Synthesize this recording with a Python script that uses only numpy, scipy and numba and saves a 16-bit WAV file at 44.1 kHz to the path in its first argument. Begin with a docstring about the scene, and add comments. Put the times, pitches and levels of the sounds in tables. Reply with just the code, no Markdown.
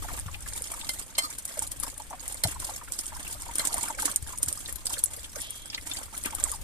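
"""Crushed fruit is pressed by hand through a plastic sieve over a plastic tub, outdoors, close to a phone.
Light wind rumbles on the microphones as the first stroke starts a fine spatter. Air pockets squelch in
the pulp, drops tick into the juice and ring tiny bubbles, and now and then wind thumps or a vessel is
knocked. At 1.2 s a wet hand squeaks on a steel basin; at 5.4 s the palm smears pulp and the basin rings
thinly; three falling slurps come at the end. The tub's close walls add a brief echo."""
import sys
import numpy as np
from scipy import signal
from scipy.fft import rfft, irfft
from scipy.io import wavfile
from numba import njit

SR = 44100
rng = np.random.default_rng(int(sys.argv[2]) if len(sys.argv) > 2 else 0)


def unload_audio(sound):
    """Save the sound as a 16-bit wav file, at the path given as the first command line argument."""
    columns = np.transpose(np.atleast_2d(sound))
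    # keep every value between -1 and 1, then stretch to whole-number steps
    steps = np.round(np.clip(columns, -1, 1) * 32767)
    wavfile.write(sys.argv[1], SR, steps.astype(np.int16))


N = 292585
TEN_MS = SR // 100


def undb(db):
    """Decibels to gain."""
    return 10 ** (np.asarray(db) / 20)


def unit(x):
    """Scale to rms 1."""
    return x / np.sqrt(np.mean(x ** 2) + 1e-20)


def burst(x, db=0):
    """Give a short sound the energy of 10 ms at this level."""
    return x * undb(db) / np.sqrt(np.mean(np.sum(x ** 2, axis=-1)) / TEN_MS + 1e-20)


def add(out, x, start_s):
    """Mix a short sound in."""
    i = max(int(start_s * SR), 0)
    out[:, i:i + x.shape[-1]] += x[..., :max(N - i, 0)]


def pan(left_db):
    """Constant-power gains, the left this much above the right."""
    return unit(undb(np.array([[left_db], [-left_db]]) / 2))


def colour(x, spectrum):
    """Equalise through (freq_hz, gain_db) points."""
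    hz, db = np.transpose(spectrum)
    bins_hz = np.maximum(np.fft.rfftfreq(x.shape[-1], 1 / SR), 1)
    return irfft(rfft(x) * undb(np.interp(np.log(bins_hz), np.log(hz), db)), x.shape[-1])


def crackle(size, per_s, scatter_db):
    """Random tiny impacts of very unequal strength."""
    strength = undb(scatter_db * np.minimum(rng.exponential(size=size), 2.17))
    return (rng.random(size) < per_s / SR) * strength * rng.choice([-1, 1], size)


def pair(draw, width=1):
    """Two channels that share one signal and each have some of their own."""
    return draw() + width * np.array([draw(), draw()])


@njit
def state_variable(x, hz, q):
    """Band-pass filter with a centre for every sample."""
    out, band, low = np.empty(len(x)), 0., 0.
    for i in range(len(x)):
        g = np.tan(np.pi * min(hz[i] / SR, .45))
        v = (band + g * (x[i] - low)) / (1 + g * (g + 1 / q))
        band, low, out[i] = 2 * v - band, low + 2 * g * v, v / q
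    return out


def resonance(x, hz, q, passes=1):
    """Ring x at a steady or moving pitch."""
    for _ in range(passes):
        x = state_variable(x, hz * np.ones(len(x)), float(q))
    return x


# Tone of the garden hush and of the wind rumble: freq_hz, gain_db
HUSH_EQ = [(59, -53), (100, 11.5), (299, 3), (452, 0), (1120, -4), (2680, -2.5), (6650, -16), (8700, 2),
           (14000, -41)]
WIND_EQ = [(15, 0.5), (35, 5.5), (90, -0.5), (150, -14), (220, -21), (500, -33.5)]
# Fader ride of the wind: time_s, level_db
WIND_RIDE = [(0.0, -39.5), (1.52, -58), (1.64, -45.5), (2.08, -53), (2.55, -45.5), (2.99, -50.5),
             (3.51, -47), (4.11, -51.5), (4.23, -46.5), (5.55, -53.5), (6.62, -43)]


def garden_air(wind_trim_db=3, gust_db=2, gusts_per_s=34):
    """A steady garden hush, and wind that buffets each microphone separately."""
    hush = unit(colour(pair(lambda: rng.standard_normal(N), width=.57), HUSH_EQ))
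    wind = unit(colour(rng.standard_normal((2, N)), WIND_EQ)) * pan(4)
    ride_db = np.interp(np.arange(N) / SR, *np.transpose(WIND_RIDE))
    knots = np.arange(0, N + SR, SR / gusts_per_s)
    gusts = np.interp(np.arange(N), knots, rng.standard_normal(len(knots)))
    return hush * undb(-56) + wind * undb(ride_db + wind_trim_db + gust_db * gusts)


# Hand strokes through the pulp: start_s, length_s, sieve_db, pool_db
STROKES = [(0.01, .17, -43, -48.5), (0.463, .54, -42.5, -50.5), (1.182, .14, -41.5, -52),
           (1.467, .18, -43.5, -50), (1.793, .09, -42, -52), (2.2, .16, -45.5, -51),
           (2.428, .09, -37.5, -43), (2.596, .17, -41, -50), (2.924, .16, -43, -55),
           (3.129, 0.48, -47, -51.5), (3.571, .33, -38, -42.5), (3.973, .13, -34, -42),
           (4.257, .06, -43, -48), (4.432, .27, -43, -53.5), (4.882, .11, -39.5, -50),
           (5.101, .14, -44.5, -54.5), (5.345, .08, -42, -49.5), (5.517, .06, -44, -72),
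           (5.859, .16, -41, -47.5), (6.129, .1, -44, -51), (6.239, .05, -42, -40), (6.36, .07, -44, -46.5),
           (6.435, .1, -38, -47)]


def juice_flow(attack_s=.011, release_s=.028, sag_db=1.5, trickle_db=(-50, -56.5)):
    """Sieve and pool gains: over a steady trickle, each stroke swells, then sags as it runs dry."""
    t, power = np.arange(N) / SR, undb(trickle_db)[:, None] ** 2
    for start_s, length_s, *levels_db in STROKES:
        age = t - start_s
        swell = np.clip(age / attack_s, 0, 1) * np.exp(-np.maximum(age - length_s, 0) / release_s)
        sag = undb(sag_db * (.5 - np.clip(age / length_s, 0, 1)))
        power = power + (swell * sag * undb(levels_db)[:, None]) ** 2
    return np.sqrt(power)


def spurts(per_s, fade_s, scatter_db, floor_db):
    """Envelope of juice coming in uneven spurts that jump up and die away over a steady floor."""
    count = int(per_s * N / SR)
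    late, loud = rng.random((count, 2)).T
    starts = ((np.arange(count) + late) / count * N).astype(int)
    arrivals = np.bincount(starts, undb(2 * scatter_db * (loud - 1.5)), N)
    power = signal.lfilter([1], [1, -np.exp(-2 / (fade_s * SR))], arrivals)
    return np.sqrt(power + undb(2 * floor_db))


@njit
def ring_bubbles(rows):
    """Each bubble is a sine that swells and fades, its pitch gliding a little every cycle."""
    out = np.zeros((2, N))
    for start, hz, cycles, glide, left, right, phase_lag in rows:
        first, phase = int(start), 0.
        for i in range(min(int(4 * cycles * SR / hz), N - first)):
            turns = i * hz / SR
            phase += 2 * np.pi * hz / SR * (1 + glide * turns)
            fade = np.exp(-turns / cycles) - np.exp(-4 * turns / cycles)
            out[0, first + i] += left * fade * np.sin(phase - phase_lag)
            out[1, first + i] += right * fade * np.sin(phase)
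    return out


def bubbles(per_s, low_hz, high_hz, cycles, scatter_db, glide=0):
    """A swarm of bubbles, unequal in size and strength, spread over the pool."""
    when, pitch, life, loud, rise, place, lag = rng.random((int(per_s * N / SR), 7)).T
    gain = undb(scatter_db * np.minimum(-np.log(1 - loud), np.pi))
    side = undb(10 * (place - .5))
    hz = low_hz + (high_hz - low_hz) * pitch
    return ring_bubbles(np.column_stack([when * N, hz, cycles * (.5 + life), glide * (2 * rise - .5),
                                         gain * side, gain / side, np.pi * (2 * lag - 1)]))


# Tone of bright spray and of dull churning pulp: freq_hz, gain_db
SPRAY_EQ = [(2500, -16), (4200, -8.5), (5800, -5.5), (8500, 3.5), (11500, -2.5), (14000, -10.5)]
PULP_EQ = [(130, -10), (230, 4.5), (290, 12), (440, -5), (640, -2), (1100, -1), (1500, -2.5), (2100, -0.5),
           (2600, 0.5), (3300, 2), (5000, -17.5)]


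def spatter():
    """Pulp swishes over the mesh and threads of juice break up: tiny bubbles fizz, larger ones gurgle."""
    splashes = spurts(per_s=22, fade_s=.0062, scatter_db=4.5, floor_db=-18.5)
    shoves = spurts(per_s=18, fade_s=.013, scatter_db=4.5, floor_db=-19.5)
    glugs = spurts(per_s=30, fade_s=.028, scatter_db=3.4, floor_db=-17)
    tiny = bubbles(per_s=3200, low_hz=3090, high_hz=14520, cycles=7.2, scatter_db=3.9)
    large = bubbles(per_s=520, low_hz=485.5, high_hz=2284, cycles=3.7, scatter_db=4, glide=.012)
    fizz = unit(colour(tiny, SPRAY_EQ) * splashes)
    swish = unit(colour(pair(lambda: crackle(N, 12000, 5.2), width=.91), SPRAY_EQ) * shoves)
    gurgle = unit(colour(large, PULP_EQ) * glugs)
    churn = unit(colour(crackle(N, 1200, 6.1), PULP_EQ) * shoves)
    sieve, pool = juice_flow()
    return (fizz + swish * undb(-3)) * sieve + (gurgle + churn * undb(-1.5)) * pool


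# Wet plops and smacks, and one light vessel ping at 5.78 s: time_s, level_db, pitch_hz
PLOPS = [(.05, -36.5, 807), (0.09, -36, 1280), (.109, -40.5, 848), (0.188, -42.5, 1716), (.286, -38, 1230),
         (0.346, -35.5, 2700), (.466, -40.5, 1550), (.741, -39.5, 1103), (.814, -36, 3460),
         (0.893, -30, 4470), (1.154, -38, 4140), (1.579, -36.5, 572), (1.624, -36, 862),
         (1.838, -35.5, 1095), (1.873, -38.5, 1003), (2.005, -36, 862), (2.114, -36, 788),
         (2.135, -34, 906), (2.457, -29.5, 769), (2.565, -38, 983), (2.63, -40, 1025), (2.696, -33.5, 816),
         (2.818, -40, 1093), (2.881, -42, 1444), (2.992, -33, 5240), (3.127, -38.5, 920),
         (3.167, -41.5, 940), (3.271, -38, 2640), (3.468, -42.5, 860), (3.495, -36, 938),
         (3.646, -36, 1068), (3.745, -35, 793), (3.787, -34, 1030), (3.841, -36, 900), (3.882, -38, 1454),
         (3.907, -29.5, 895), (3.991, -31, 1483), (4.032, -32.5, 862), (4.084, -32, 1126),
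         (4.307, -43.5, 1099), (4.337, -38.5, 1021), (4.661, -35, 4010), (4.689, -39.5, 1875),
         (4.87, -31.5, 4800), (4.908, -40, 988), (4.941, -33, 3250), (4.972, -40, 1494), (5.246, -38, 3276),
         (5.369, -41, 526), (5.703, -35.5, 4970), (5.733, -39, 2784), (5.748, -27.5, 4300),
         (5.782, -34.5, 2095), (5.917, -29, 3560), (5.972, -34, 4700), (6.252, -36.5, 2465),
         (6.268, -37, 1507), (6.337, -35, 861)]
# Air drawn slowly in behind the fingers: time_s, level_db, pitch_hz
FINGER_SLURPS = [(6.396, -39.5, 1080), (6.467, -36.5, 990), (6.538, -36, 990)]


def squelches(trim_db=-1, max_sag=.2397, steady_hz=1700, opening_1khz_s=.0047, slurp_s=.0116):
    """Bursting films ring air pockets: large ones plop and sag in pitch, small ones smack, slow ones sing.
    The light vessel ping uses the same short, steady ring as a smack."""
    out, preroll_s = np.zeros((2, N)), .03
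    t = np.arange(10 * TEN_MS) / SR - preroll_s
    plops = [(time_s, db, hz, opening_1khz_s * np.sqrt(1000 / hz), max_sag * rng.random())
             for time_s, db, hz in PLOPS]
    slurps = [(*row, slurp_s, max_sag) for row in FINGER_SLURPS]
    for time_s, db, hz, opening_s, sag in plops + slurps:
        stage = t / opening_s + .5
        swell = np.exp(-.75 * (stage + np.exp(np.minimum(-2 * stage, 10)) / 2))
        pitch = hz * np.exp(-sag / (1 + (hz / steady_hz) ** 10) * np.tanh(stage - .5))
        tone = burst(swell * np.sin(2 * np.pi * np.cumsum(pitch) / SR))
        films = swell * pair(lambda: crackle(len(t), 4000, 3.1), width=.98)
        hollow = burst(resonance(films[0], pitch, q=4))
        smack = burst(np.array([resonance(film, pitch, q=1.18, passes=2) for film in films]))
        splat = burst(colour(films, PULP_EQ), -12)
        noisiness = np.sqrt(hz / steady_hz) * min(opening_1khz_s / opening_s, 1)
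        squelch = tone + ((hollow + smack) / 2 + splat) * noisiness
        add(out, burst(squelch, db + trim_db), time_s - preroll_s)
    return out


def stray_drops(per_s=4, tick_db=-37.5, spray_db=-41.5):
    """Rows of faint drops that fall by chance, oftener the more juice runs."""
    count = int(per_s * N / SR)
    jitter, loud, place = rng.standard_normal((3, count))
    poured = np.cumsum(juice_flow()[0])
    share = (np.arange(count) + .5 + jitter / 2) / count % 1
    times_s = np.searchsorted(poured / poured[-1], share) / SR
    return list(zip(times_s, tick_db + 2.5 * loud, 1.5 * place, [spray_db] * count))


# Foreground drops: time_s, tick_db, pan_left_db, spray_db
LEAD_DROPS = [(.1973, -33.5, -2, -61), (.487, -37, -8, -38), (.5765, -36, 11, -34.5),
              (.6212, -31, 1.5, -48), (.938, -40, 0, -36), (.9964, -52, -9, -32), (1.3856, -33.5, 4.5, -35),
              (1.4533, -30.5, 4.5, -36.5), (1.5923, -25.5, -3.5, -39), (1.623, -33.5, -4, -33),
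              (1.718, -42, 7, -30.5), (1.8, -29.5, 9.5, -54), (1.8344, -31.5, 9, -28.5),
              (1.9788, -36.5, 3, -42), (2.2793, -30.5, 0, -57), (2.325, -39, 0, -35),
              (2.601, -35.5, -1, -35), (2.649, -43, 2, -31.5), (2.9214, -31.5, -5.5, -33),
              (2.9897, -29.5, -4, -31), (3.066, -33.5, -1, -54), (3.2786, -36, 2, -37),
              (3.328, -40.5, 0, -33), (3.421, -37.5, -4, -39), (3.5557, -27, 2, -31),
              (3.5838, -25, -2, -31), (3.6528, -36, 2, -24.5), (3.6725, -25.5, -8, -27.5),
              (3.7425, -24.5, 0, -33), (3.781, -31, -2, -35), (3.8316, -28.5, -3, -31),
              (4.022, -31, 6, -32.5), (4.0557, -26.5, -5, -23.5), (4.1602, -19, -2.5, -57),
              (4.385, -31, 4, -54), (4.4304, -19.5, -2.5, -26.5), (4.4853, -32, -1, -26.5),
              (4.5274, -27, -1, -39), (4.726, -33, 8, -42), (4.7585, -37, 18, -36), (4.857, -30, -2, -35),
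              (4.8684, -28, 0, -34), (4.934, -34, 0, -27), (4.992, -39, 0, -32.5), (5.0387, -17, 7, -35.5),
              (5.059, -29.5, -11, -57), (5.4182, -32, 3, -38), (5.5063, -32, 3, -52),
              (5.8723, -37, -7, -34), (6.178, -32, 8, -37), (6.2382, -31.5, 1.5, -43),
              (6.2574, -32, 13.5, -30), (6.35, -28.5, 8, -33), (6.439, -19.5, -5.5, -32),
              (6.517, -30, 2, -36)]


def drops(ping_hz=9000, rise_s=.00012, ping_s=.00061, snap_s=.00098, lead_s=.0032, spray_s=.0056):
    """Each drop snaps on the surface and traps a bubble that pings, amid fine spray and a dull splat."""
    out, preroll_s = np.zeros((2, N)), .01
    t = np.arange(5 * TEN_MS) / SR - preroll_s
    age = np.maximum(t, 0)
    cloud = np.exp(np.where(t < 0, t / lead_s, -t / spray_s))
    ping_shape = (1 - np.exp(-age / rise_s)) * np.exp(-age / ping_s)
    for time_s, tick_db, left_db, spray_db in list(LEAD_DROPS) + stray_drops():
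        hz = ping_hz * np.exp(.012 * left_db + .0071 * rng.standard_normal())  # higher on the left
        ping = ping_shape * np.sin(2 * np.pi * hz * age + rng.uniform(0, np.pi, (2, 1)))
        clicks = (t > 0) * np.exp(-age / snap_s) * rng.standard_normal((2, len(t)))
        snap = np.array([resonance(click, hz, q=1.76, passes=2) for click in clicks])
        tick = (burst(ping) + burst(snap, -3)) * pan(left_db)
        spray = colour(cloud * pair(lambda: crackle(len(t), 5000, 1.9)), SPRAY_EQ) * pan(left_db / 2)
        splat = colour(cloud * crackle(len(t), 4000, 1.6), PULP_EQ)
        drop = burst(tick, tick_db) + burst(spray, spray_db) + burst(splat, spray_db - 15)
        add(out, drop, time_s - preroll_s)
    return out


# Short low thumps, mostly wind on the microphones, one with a knock: start_s, level_db, pitch_hz
LOW_THUMPS = [(0.26, -33, 102), (2.45, -24, 101), (4.225, -33, 66.4), (4.473, -34, 73.5)]


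def thumps(fade_s=.0067):
    """A low pulse swells and dies within a few cycles, louder on the left."""
    out, t = np.zeros((2, N)), np.arange(20 * TEN_MS) / SR
    for start_s, db, hz in LOW_THUMPS:
        phase = 2 * np.pi * hz * t
        pulse = t * np.exp(-t / fade_s) * (np.sin(phase) + .48 * np.sin(1.44 * phase))
        add(out, burst(pulse * pan(7), db), start_s)
    return out


# Knocks on the vessels: start_s, level_db, contact_s
VESSEL_KNOCKS = [(.891, -29, 0.003), (1.179, -21, 0.0091), (2.435, -21.5, 0.0047), (3.592, -27, 0.0052)]
# Ring of a knocked vessel: pitch_hz, level_db, t60_s
VESSEL_MODES = [(725, -3.5, 0.011), (1270, -11.5, 0.02), (2082, -1, 0.055), (3150, -3, 0.069),
                (4196, 3.5, 0.019), (5050, -8, 0.06), (8240, 1.5, 0.015)]


def knocks(crack_db=-2, vary_db=1.5):
    """A chattering contact rings the vessel, with a different balance of modes each time."""
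    out, t = np.zeros((2, N)), np.arange(SR // 2) / SR
    for start_s, db, contact_s in VESSEL_KNOCKS:
        contact = t / contact_s * np.exp(-(t / contact_s) ** 2)
        chatter = contact * pair(lambda: crackle(len(t), 7000, 2.5))
        body = 0
        for hz, mode_db, t60_s in VESSEL_MODES:
            mode = undb(-60 * t / t60_s) * np.sin(2 * np.pi * hz * t + rng.uniform(0, np.pi, (2, 1)))
            ring = signal.fftconvolve(chatter, mode, axes=-1)[:, :len(t)]
            body += burst(ring, mode_db + vary_db * rng.standard_normal())
        crack = burst(colour(chatter, SPRAY_EQ), db + crack_db)
        add(out, burst(body * pan(.45), db) + crack, start_s)
    return out


# Partials of the rubbed steel basin: pitch_hz, level_db
BASIN_PARTIALS = [(1227, -33), (4380, -34.5), (4950, -46)]


def basin_squeak(start_s=1.19, length_s=.094, gain=.5):
    """A wet hand rubs the steel basin, whose partials swell and stop with the rub."""
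    out, rub = np.zeros((2, N)), rng.standard_normal(int(length_s * SR))
    swell = np.hanning(len(rub))
    partials = sum(undb(db) * unit(swell * resonance(rub, hz, q=45)) for hz, db in BASIN_PARTIALS)
    add(out, partials * gain, start_s)
    return out


def palm_smear(start_s=5.4, length_s=.37, ring_hz=3320, level_db=-47):
    """Pulp sticks and slips under the palm: a wet rasp fades, a thin ring of the rubbed basin lingers."""
    out, t = np.zeros((2, N)), np.arange(int(length_s * SR)) / SR
    slips = crackle(len(t), per_s=2500, scatter_db=5)
    rasp = unit(resonance(slips, ring_hz, q=3) * np.exp(-t / .057))
    ring = unit(resonance(slips, ring_hz, q=35))
    add(out, (rasp + ring / 2) * signal.windows.tukey(len(t), .2) * undb(level_db), start_s)
    return out


def tub_echo(x, left_lag_s, echo_db=-5, t60_s=.049, first_s=.00153):
    """Close plastic walls return a brief dense echo; the direct sound reaches the right side first."""
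    t = np.arange(10 * TEN_MS) / SR
    response = colour(rng.standard_normal((2, len(t))), [(300, -17), (900, -15.5)])
    response *= (t > first_s) * undb(-60 * t / t60_s)
    response *= undb(echo_db) / np.sqrt(np.sum(response ** 2, axis=1, keepdims=True))
    response[0, int(left_lag_s * SR)] += 1
    response[1, 0] += 1
    return signal.fftconvolve(x, response, axes=-1)[:, :N] / np.sqrt(1 + undb(echo_db) ** 2)


def scene():
    """The tub in the open air: the pool lies nearly straight ahead, the vessels' rims to the right."""
    sieve = tub_echo(spatter() + palm_smear(), left_lag_s=.00023)
    pulp = tub_echo(squelches(), left_lag_s=.00012)
    drips = tub_echo(drops(), left_lag_s=.00023)
    rims = tub_echo(knocks() + basin_squeak(), left_lag_s=.00035)
    return garden_air() + sieve + pulp + drips + thumps() + rims


def record(dry, top_hz=14300):
    """The phone: brighter on the left at the very top, on the right just below; soft clip, high cut."""
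    tilt = np.array([(1000, -.3), (4000, -.37), (8500, -1.6), (12000, 2.5)])  # freq_hz, gain_db
    mics = np.array([colour(dry[0], tilt), colour(dry[1], tilt * [1, -1])])
    rounded = mics / (1 + mics ** 4) ** (1 / 4)
    return signal.sosfilt(signal.ellip(8, .2, 70, top_hz, fs=SR, output="sos"), rounded)


dry = scene()
out = record(dry)
unload_audio(out)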